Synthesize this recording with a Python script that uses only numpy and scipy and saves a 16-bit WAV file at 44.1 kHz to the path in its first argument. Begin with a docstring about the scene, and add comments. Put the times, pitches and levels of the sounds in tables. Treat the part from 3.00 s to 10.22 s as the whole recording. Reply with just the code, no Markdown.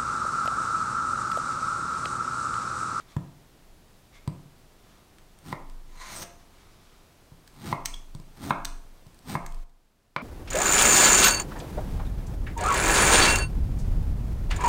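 """In a quiet kitchen with a slight echo, fingers rub a peeled kiwi and two pieces flop onto a wooden board,
with clicks of juice and a faint squeak. At 2.5 s a ceramic knife crunches through the flesh, knocks on the
board and sets the table swaying. The blade is then dragged out along the wood, rasping and squeaking. Three
more cuts follow (4.7, 5.5 and 6.4 s); after each, the blade chatters as it lifts off the board. Near the end
the background noise suddenly drops."""
import sys
import numpy as np
from scipy import signal
from scipy.fft import rfft, irfft
from scipy.io import wavfile
from scipy.ndimage import uniform_filter1d

SR = 44100
rng = np.random.default_rng(int(sys.argv[2]) if len(sys.argv) > 2 else 0)


def transcribe(u):
    """Save the signal u as a 16-bit wav file named by the first command-line argument.

    u: samples, shape (n,) or (channels, n), limited to [-1, 1]; the rate is SR.
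    q: integer samples, one column per channel.
    """
    v = np.clip(np.atleast_2d(u).T, -1, 1)
    q = np.round(v * 32767).astype(np.int16)
    wavfile.write(sys.argv[1], SR, q)


N = 318402
TIME = np.arange(N) / SR

# A TONE table says how strong each pitch is next to the others. ring_s is the time to fade by 60 dB.
# room noise: pitch_hz, level_db
ROOM_TONE = [(12, -18.5), (20, 3.5), (32, -4), (49, -9.5), (85, -11.5), (167, -13.5), (247, -17.5),
             (365, -17.5), (456, -20.5), (539, -21.5), (674, -21.5), (2000, -30), (3800, -31.5),
             (13700, -39), (15800, -41)]
# fingers slide on the fruit: middle_s, half_length_s, level_db
FINGER_RUBS = [(0.0, 0.021, -55), (0.113, 0.037, -57.5), (1.162, 0.033, -58.5), (1.91, 0.12, -65),
               (3.412, .02, -64), (3.587, .11, -64), (3.89, 0.2, -65)]
# fingers on wet flesh: pitch_hz, level_db
RUB_TONE = [(500, -16), (1100, 12.5), (1700, 5.5), (2300, 5), (2800, 1.5), (3400, 7.5), (4300, 3.5),
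            (6000, 1), (10000, -9), (16000, -26)]
# fruit flops or is pressed onto the board: start_s, thud_db, slap_db
FRUIT_THUDS = [(.165, -17, -35), (1.276, -18.5, -35), (1.458, -43, -65), (4.318, -40.5, -70),
               (4.724, -40, -51), (5.1492, -29.5, -58), (5.197, -38, -57.5), (6.064, -42.5, -70),
               (6.35, -29, -52)]
# notes the board rings with: pitch_hz, level_db, ring_s
BOARD_NOTES = [(138, -9, 0.052), (317, -9, 0.028), (645, -10, 0.0093), (750, -13.5, 0.019),
               (1020, 7.5, 0.016), (1358, -8, 0.025), (1530, -14.5, .013), (2162, -3.5, 0.051),
               (2780, -16, 0.026), (4370, -22, .013)]
# wet fruit slaps the wood: pitch_hz, level_db
SLAP_TONE = [(150, -2.5), (420, -2.5), (720, -28), (980, 9), (1250, -15), (1800, -3.5), (2600, -25.5),
             (9000, -36.5)]
# sticky clicks of juice: start_s, snap_db, pop_above_snap_db
JUICE_SMACKS = [(0.166, -39, 2.5), (1.2764, -33, -2), (2.1845, -46, 3), (2.388, -45, -6.5),
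                (2.698, -44, -13), (4.4763, -41, -5), (5.1495, -35, -14), (5.1995, -43.5, -9),
                (6.067, -45, -16), (6.145, -47, -14.5), (6.19, -41, -17), (6.5225, -41.5, -15.5),
                (6.545, -41, -5.5), (6.6952, -56, -16)]
# a film of juice snaps: pitch_hz, level_db
SNAP_TONE = [(800, -50.5), (2000, -5.5), (4200, 5.5), (7300, 0.5), (8700, 10), (10000, -12), (16000, -2)]
# a pocket of juice pops: pitch_hz, level_db
POP_TONE = [(700, -23.5), (1600, 10), (2200, 0.5), (3200, 0.5), (4500, -15), (9000, -37)]
# wet flesh or the blade squeaks: middle_s, pitch_hz, half_length_s, level_db
SHORT_SQUEAKS = [(1.165, 2180, 0.032, -61), (1.175, 3430, .025, -67), (3.042, 1050, 0.014, -48),
                 (3.17, 8460, 0.019, -43), (3.217, 6300, .016, -50), (3.21, 14500, 0.027, -53),
                 (4.942, 3340, 0.0025, -38.5)]
# knife strokes: landing_s, bite_in_s, full_depth_for_s, crunch_db, rumble_start_db, sway_db, sway_fade_s
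KNIFE_CUTS = [(2.527, 0.07, 0.039, -48, -43, -36.5, 0.67), (4.727, .13, 0.055, -43.5, -38.5, -35.5, .55),
              (5.506, 0.09, 0.061, -43.5, -38.5, -33, .28), (6.353, 0.051, 0.057, -42, -39.5, -30.5, .12)]
# the fruit's cells burst: pitch_hz, level_db
CRUNCH_TONE = [(300, -8), (500, -14.5), (730, 4), (1020, 5.5), (1550, 1), (2100, -2.5), (2800, -5.5),
               (3900, -2.5), (7700, -10.5), (8700, -3), (10300, -18), (13200, -10), (16000, -18)]
# the board shakes under a cut: pitch_hz, level_db
RUMBLE_TONE = [(35, -23), (70, -8.5), (135, -1.5), (290, -8), (450, -21.5), (900, -46.5)]
# the blade lands: start_s, strength_db, contact_ms, click_offset_db, second_touch_after_s
KNIFE_KNOCKS = [(2.527, -16, 1, -8, 0.0021), (4.727, -9, 0.54, -14, 0.0011),
                (5.5068, -5, 0.35, -11, 0.00113), (6.353, -11, 0.46, -16, 0.0012),
                (7.163, -11.5, 0.28, -4.5, 0.00075)]
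# the edge clicks on the wood: pitch_hz, level_db
CLICK_TONE = [(300, -19.5), (550, 2), (900, -23), (1400, 16), (2300, 6.5), (3200, -3.5), (4600, -5.5),
              (7000, -22.5), (16000, -33.5)]
# two ways the table rocks, which together make a throb: pitch_hz, level_db
TABLE_NOTES = [(22.4, 0), (27, -10.5)]
# ringing of the dragged blade: pitch_hz, width_hz, level_db
RASP_PEAKS = [(1016, 102, 1.5), (2060, 420, -7), (4040, 520, -9), (6500, 880, -13), (9000, 1190, -19),
              (13300, 900, -27)]
# the tip scratches the wood: pitch_hz, level_db
TIP_TONE = [(100, 7.5), (700, -0.5), (1700, -1), (2700, -5), (5400, -1.5), (6200, 3.5), (7400, -9),
            (8600, -2), (9400, -4.5), (11200, -13.5), (14500, -7), (16000, -19)]
# the edge catches on the wood as it lifts: start_s, strength_db, lowest_hz
BLADE_CATCHES = [(4.8525, -22, 2500), (4.857, -6.5, 1290), (4.8598, -12.5, 1390), (4.943, -27, 2590),
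                 (5.6479, -14.5, 1960), (5.652, -10.5, 2400), (6.4629, -21.5, 1300)]
# ringing of the blade as it catches: pitch_hz, width_hz, level_db
BLADE_PEAKS = [(1585, 590, 2), (3570, 270, 1.5), (4100, 220, 0), (4760, 270, 1), (5660, 950, -2.5),
               (6540, 420, 1.5), (7800, 690, -4), (8960, 320, -1.5), (13000, 620, -26)]
# the kitchen's echo: pitch_hz, level_db
ECHO_TONE = [(60, -12.5), (150, -12.5), (300, -5), (480, -4), (680, 0.5), (1020, -6), (1250, -1.5),
             (1800, -7), (2500, -2.5), (3500, -9), (7000, -7.5), (15000, -12.5)]
# how long the echo lasts: pitch_hz, ring_s
ECHO_TIMES = [(100, 0.65), (500, 0.52), (1200, 0.53), (3000, 0.34), (7000, 0.48), (15000, 0.31)]
# notes that linger between the walls (standing waves): pitch_hz, level_db, ring_s
KITCHEN_NOTES = [(113.6, -69, 0.12), (142.34, -64.5, 0.49), (179, -59.5, 0.43), (272.5, -61, 0.78),
                 (392.4, -55, 0.3), (494, -56, .35), (645, -51, 0.21), (691.5, -45.5, 0.66),
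                 (953, -67.5, 0.14), (972, -69.5, 0.3), (1192, -62.5, 0.21), (1232, -55.5, 0.49)]


def from_db(db):
    """Turn decibels into a number to multiply by."""
    return 10 ** (np.asarray(db) / 20)


def rms_one(x):
    """Scale a sound so its average level (rms) is 1."""
    return x / np.sqrt(np.mean(x ** 2) + 1e-20)


def peak_one(x):
    """Scale a sound so its peak is 1."""
    return x / np.abs(x).max()


def level_out(x, span_s):
    """Hold the level of a noise near 1, averaged over span_s."""
    return x / np.sqrt(uniform_filter1d(x ** 2, int(span_s * SR)) + 1e-12)


def at_hz(table, hz):
    """Read between a table's rows, with octaves evenly spaced."""
    pitches, values = np.transpose(table)
    return np.interp(np.log(hz + 1e-3), np.log(pitches), values)


def add(track, start_s, sound):
    """Mix a sound into a track at a given time."""
    i = int(np.clip(round(start_s * SR), 0, N - 1))
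    track[i:i + len(sound)] += sound[:N - i]


def colour(x, tone):
    """Filter a sound so it takes on a TONE table."""
    size = 2 ** 13
    gains = from_db(at_hz(tone, np.arange(size // 2 + 1) * SR / size))
    # fold the filter so it never sounds ahead of its input (minimum phase)
    cepstrum = irfft(np.log(gains))
    cepstrum[1:size // 2] *= 2
    cepstrum[size // 2 + 1:] = 0
    response = irfft(np.exp(rfft(cepstrum)))[:size // 2]
    return signal.fftconvolve(x, response)[:len(x)]


def cut_bass(x, lowest_hz):
    """Weaken everything below lowest_hz."""
    return signal.sosfilt(signal.butter(2, lowest_hz, "high", fs=SR, output="sos"), x)


def resonate(x, peaks):
    """Make a sound ring at each peak; every other peak is flipped."""
    out = 0
    for k, (hz, width_hz, db) in enumerate(peaks):
        ring = signal.lfilter(*signal.iirpeak(hz, hz / width_hz, fs=SR), x + 1e-18)
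        out += (-1) ** k * from_db(db) * ring
    return out


def ringing(notes):
    """Fading notes after one blow; neighbours swing in opposite directions."""
    t = TIME[:SR // 2]
    return sum((-1) ** k * from_db(db - 60 * t / ring_s) * np.cos(2 * np.pi * hz * t)
               for k, (hz, db, ring_s) in enumerate(notes))


def grains(per_s, spread_db):
    """Random clicks; spread_db makes their sizes uneven."""
    sizes = from_db(spread_db * np.minimum(rng.exponential(1, N), 4))
    return (rng.random(N) < per_s / SR) * sizes * rng.choice([-1, 1], N)


def burst(tone, decay_s):
    """A short crackle that dies away; peak 1."""
    t = TIME[:SR // 20]
    return peak_one(colour(rng.standard_normal(len(t)) * np.exp(-t / decay_s), tone))


def envelope(start_s, end_s, rise_s, fade_s):
    """Full volume from start to end; rise_s and fade_s are the times to move by 20 dB."""
    away = np.maximum(start_s - TIME, 0) / rise_s + np.maximum(TIME - end_s, 0) / fade_s
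    return from_db(-20 * np.minimum(away, 10))


def room_noise(level_db=-55, drop_at_s=6.637, drop_db=10.5, drop_takes_s=0.0058):
    """Soft steady background noise, whose level drops near the end."""
    dropped = np.clip((TIME - drop_at_s) / drop_takes_s, 0, 1)
    return from_db(level_db - drop_db * dropped) * rms_one(colour(rng.standard_normal(N), ROOM_TONE))


def finger_rubs():
    """Fingertips slip on wet flesh; each slide swells and fades."""
    slides = sum(from_db(db) * np.exp(-((TIME - middle_s) / half_s) ** 2)
                 for middle_s, half_s, db in FINGER_RUBS)
    return slides * rms_one(colour(grains(per_s=4900, spread_db=0), RUB_TONE))


def board_hit(contact_ms):
    """The board rings after one touch: the longer the touch, the duller the sound. Peak 1."""
    progress = 1000 * TIME[:SR // 20] / contact_ms
    force = progress * np.exp(-4 * progress)
    wave = signal.fftconvolve(ringing(BOARD_NOTES)[:SR // 8], force)
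    return peak_one(cut_bass(wave, lowest_hz=73))   # the board is too small to give off deep bass


def fruit_thuds():
    """Soft flesh stirs only the board's lowest notes; its wet face adds a small slap."""
    out = np.zeros(N)
    slap = peak_one(colour(signal.unit_impulse(SR // 20), SLAP_TONE))
    for start_s, thud_db, slap_db in FRUIT_THUDS:
        add(out, start_s, from_db(thud_db) * board_hit(contact_ms=8))
        add(out, start_s + 0.001447, from_db(slap_db) * slap)
    return out


def juice_smacks():
    """Films of juice snap; larger pockets pop lower."""
    out = np.zeros(N)
    for start_s, snap_db, pop_above_db in JUICE_SMACKS:
        add(out, start_s, from_db(snap_db) * burst(SNAP_TONE, decay_s=0.0018))
        add(out, start_s, from_db(snap_db + pop_above_db) * burst(POP_TONE, decay_s=0.0015))
    return out


def squeaks():
    """Flesh or blade sticks and slips, singing for a moment around one pitch."""
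    out = np.zeros(N)
    t = TIME[:SR // 5] - 0.1   # time from the middle of a squeak
    for middle_s, hz, half_s, db in SHORT_SQUEAKS:
        note = signal.lfilter(*signal.iirpeak(hz, Q=30, fs=SR), rng.standard_normal(len(t)))
        swell = np.exp(-(t / half_s) ** 2)
        add(out, middle_s + t[0], from_db(db) * swell * level_out(note, span_s=0.023))
    return out


def pressing(start_s, end_s, db_per_s):
    """Volume that grows steadily while the hand bears down."""
    return from_db(db_per_s * (np.clip(TIME, start_s, end_s) - start_s))


def wobble(spread_db, per_s=110):
    """Volume that wanders at random as the blade sticks and gives."""
    points = rng.standard_normal(N // 20)
    return from_db(spread_db * np.interp(TIME * per_s, np.arange(len(points)), points))


def knife_cuts(rumble_lead_s=0.015):
    """Cells burst under the edge, and the tearing shakes the board more and more until the blade lands."""
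    crunch = rumble = 0
    for landing_s, bite_s, deep_s, crunch_db, rumble_db, _, _ in KNIFE_CUTS:
        sunk_s = landing_s - deep_s
        crunch += from_db(crunch_db) * envelope(sunk_s, landing_s, rise_s=bite_s, fade_s=0.016)
        loaded_s = sunk_s - rumble_lead_s   # the board takes the load a little before the cells burst
        load = envelope(loaded_s, landing_s, rise_s=0.74 * bite_s, fade_s=0.04)
        rumble += from_db(rumble_db) * load * pressing(loaded_s, landing_s, db_per_s=37.5)
    cells = level_out(colour(grains(per_s=4600, spread_db=4.5), CRUNCH_TONE), span_s=0.09)
    board = level_out(colour(rng.standard_normal(N), RUMBLE_TONE), span_s=0.013)
    return crunch * wobble(spread_db=1.4) * cells + rumble * board


def knife_knocks():
    """The hard edge hits the wood with a click and settles with a softer touch 1 or 2 ms later."""
    out = np.zeros(N)
    for start_s, db, contact_ms, click_db, settle_s in KNIFE_KNOCKS:
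        hit = board_hit(contact_ms)
        add(out, start_s, from_db(db - 5) * hit)
        add(out, start_s + settle_s, from_db(db - 17) * hit)
        add(out, start_s, from_db(db + click_db - 2) * burst(CLICK_TONE, decay_s=0.0026))
    return out


def table_sway(delay_s=0.097, hold_s=0.16):
    """After each cut the table rocks at very low pitches, and keeps on while the hand leans on it."""
    out = 0
    for landing_s, *_, sway_db, fade_s in KNIFE_CUTS:
        full_s = landing_s + delay_s
        swell = envelope(full_s, full_s + hold_s, rise_s=0.064, fade_s=fade_s)
        rocking = sum(from_db(db) * np.sin(2 * np.pi * hz * (TIME - landing_s)) for hz, db in TABLE_NOTES)
        out += from_db(sway_db) * swell * rocking
    return out


def blade_drag(onto_tip_s=3.116, lift_off_s=3.232, rasp_db=-45.5, tip_start_db=-45):
    """The long edge rasps over the wood and rings the blade, then the tip scratches brighter and lifts."""
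    rasp = level_out(resonate(grains(per_s=3500, spread_db=1.5), RASP_PEAKS), span_s=0.039)
    scratch = level_out(colour(grains(per_s=5000, spread_db=3), TIP_TONE), span_s=0.014)
    rasp *= from_db(rasp_db) * envelope(onto_tip_s - 0.1, onto_tip_s, rise_s=0.12, fade_s=0.2)
    scratch *= from_db(tip_start_db) * envelope(onto_tip_s, lift_off_s, rise_s=0.11, fade_s=0.02)
    scratch *= pressing(onto_tip_s, lift_off_s, db_per_s=34)
    return wobble(spread_db=1.76) * (rasp + scratch)


def blade_chatter(decay_s=0.0018):
    """The lifting edge catches on the wood; each tiny slip rings the ceramic blade."""
    slips, t = np.zeros(N), TIME[:SR // 20]
    for start_s, db, lowest_hz in BLADE_CATCHES:
        slip = rng.choice([-1, 1], len(t)) * np.exp(-t / decay_s)
        add(slips, start_s, from_db(db) * cut_bass(slip / np.linalg.norm(slip), lowest_hz))
    return from_db(-4) * slips + from_db(12) * resonate(slips, BLADE_PEAKS)


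def kitchen_echo(x, build_up_s=0.0016):
    """The walls return a smooth echo, each pitch band fading at its own pace, and a few lingering notes."""
    t = TIME[:SR]
    noise_spectrum, hz = rfft(rng.standard_normal(SR)), np.arange(SR // 2 + 1)
    centres_hz = np.geomspace(60, 15000, 9)
    tail = 0
    for centre_hz, share in zip(centres_hz, np.eye(len(centres_hz))):
        band = irfft(noise_spectrum * at_hz(np.c_[centres_hz, share], hz), SR)
        tail += band * from_db(-60 * t / at_hz(ECHO_TIMES, centre_hz))
    tail *= 1 - np.exp(-(t / build_up_s) ** 2)
    tail = from_db(-0.5) * colour(tail / np.linalg.norm(tail), ECHO_TONE)
    add(tail, 0.003, ringing(KITCHEN_NOTES))
    return signal.fftconvolve(x, tail)[:N]


def scene():
    """All the work on the board, heard in the kitchen; one channel."""
    fruit = finger_rubs() + fruit_thuds() + juice_smacks() + squeaks()
    knife = knife_cuts() + knife_knocks() + blade_drag() + blade_chatter()
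    work = fruit + knife
    return (room_noise() + work + table_sway() + kitchen_echo(work))[None]


def record(dry, cutoff_hz=15750):
    """Cut off the very highest treble steeply."""
    return signal.sosfilt(signal.ellip(10, 0.1, 70, cutoff_hz, fs=SR, output="sos"), dry)


dry = scene()
out = record(dry)
transcribe(out)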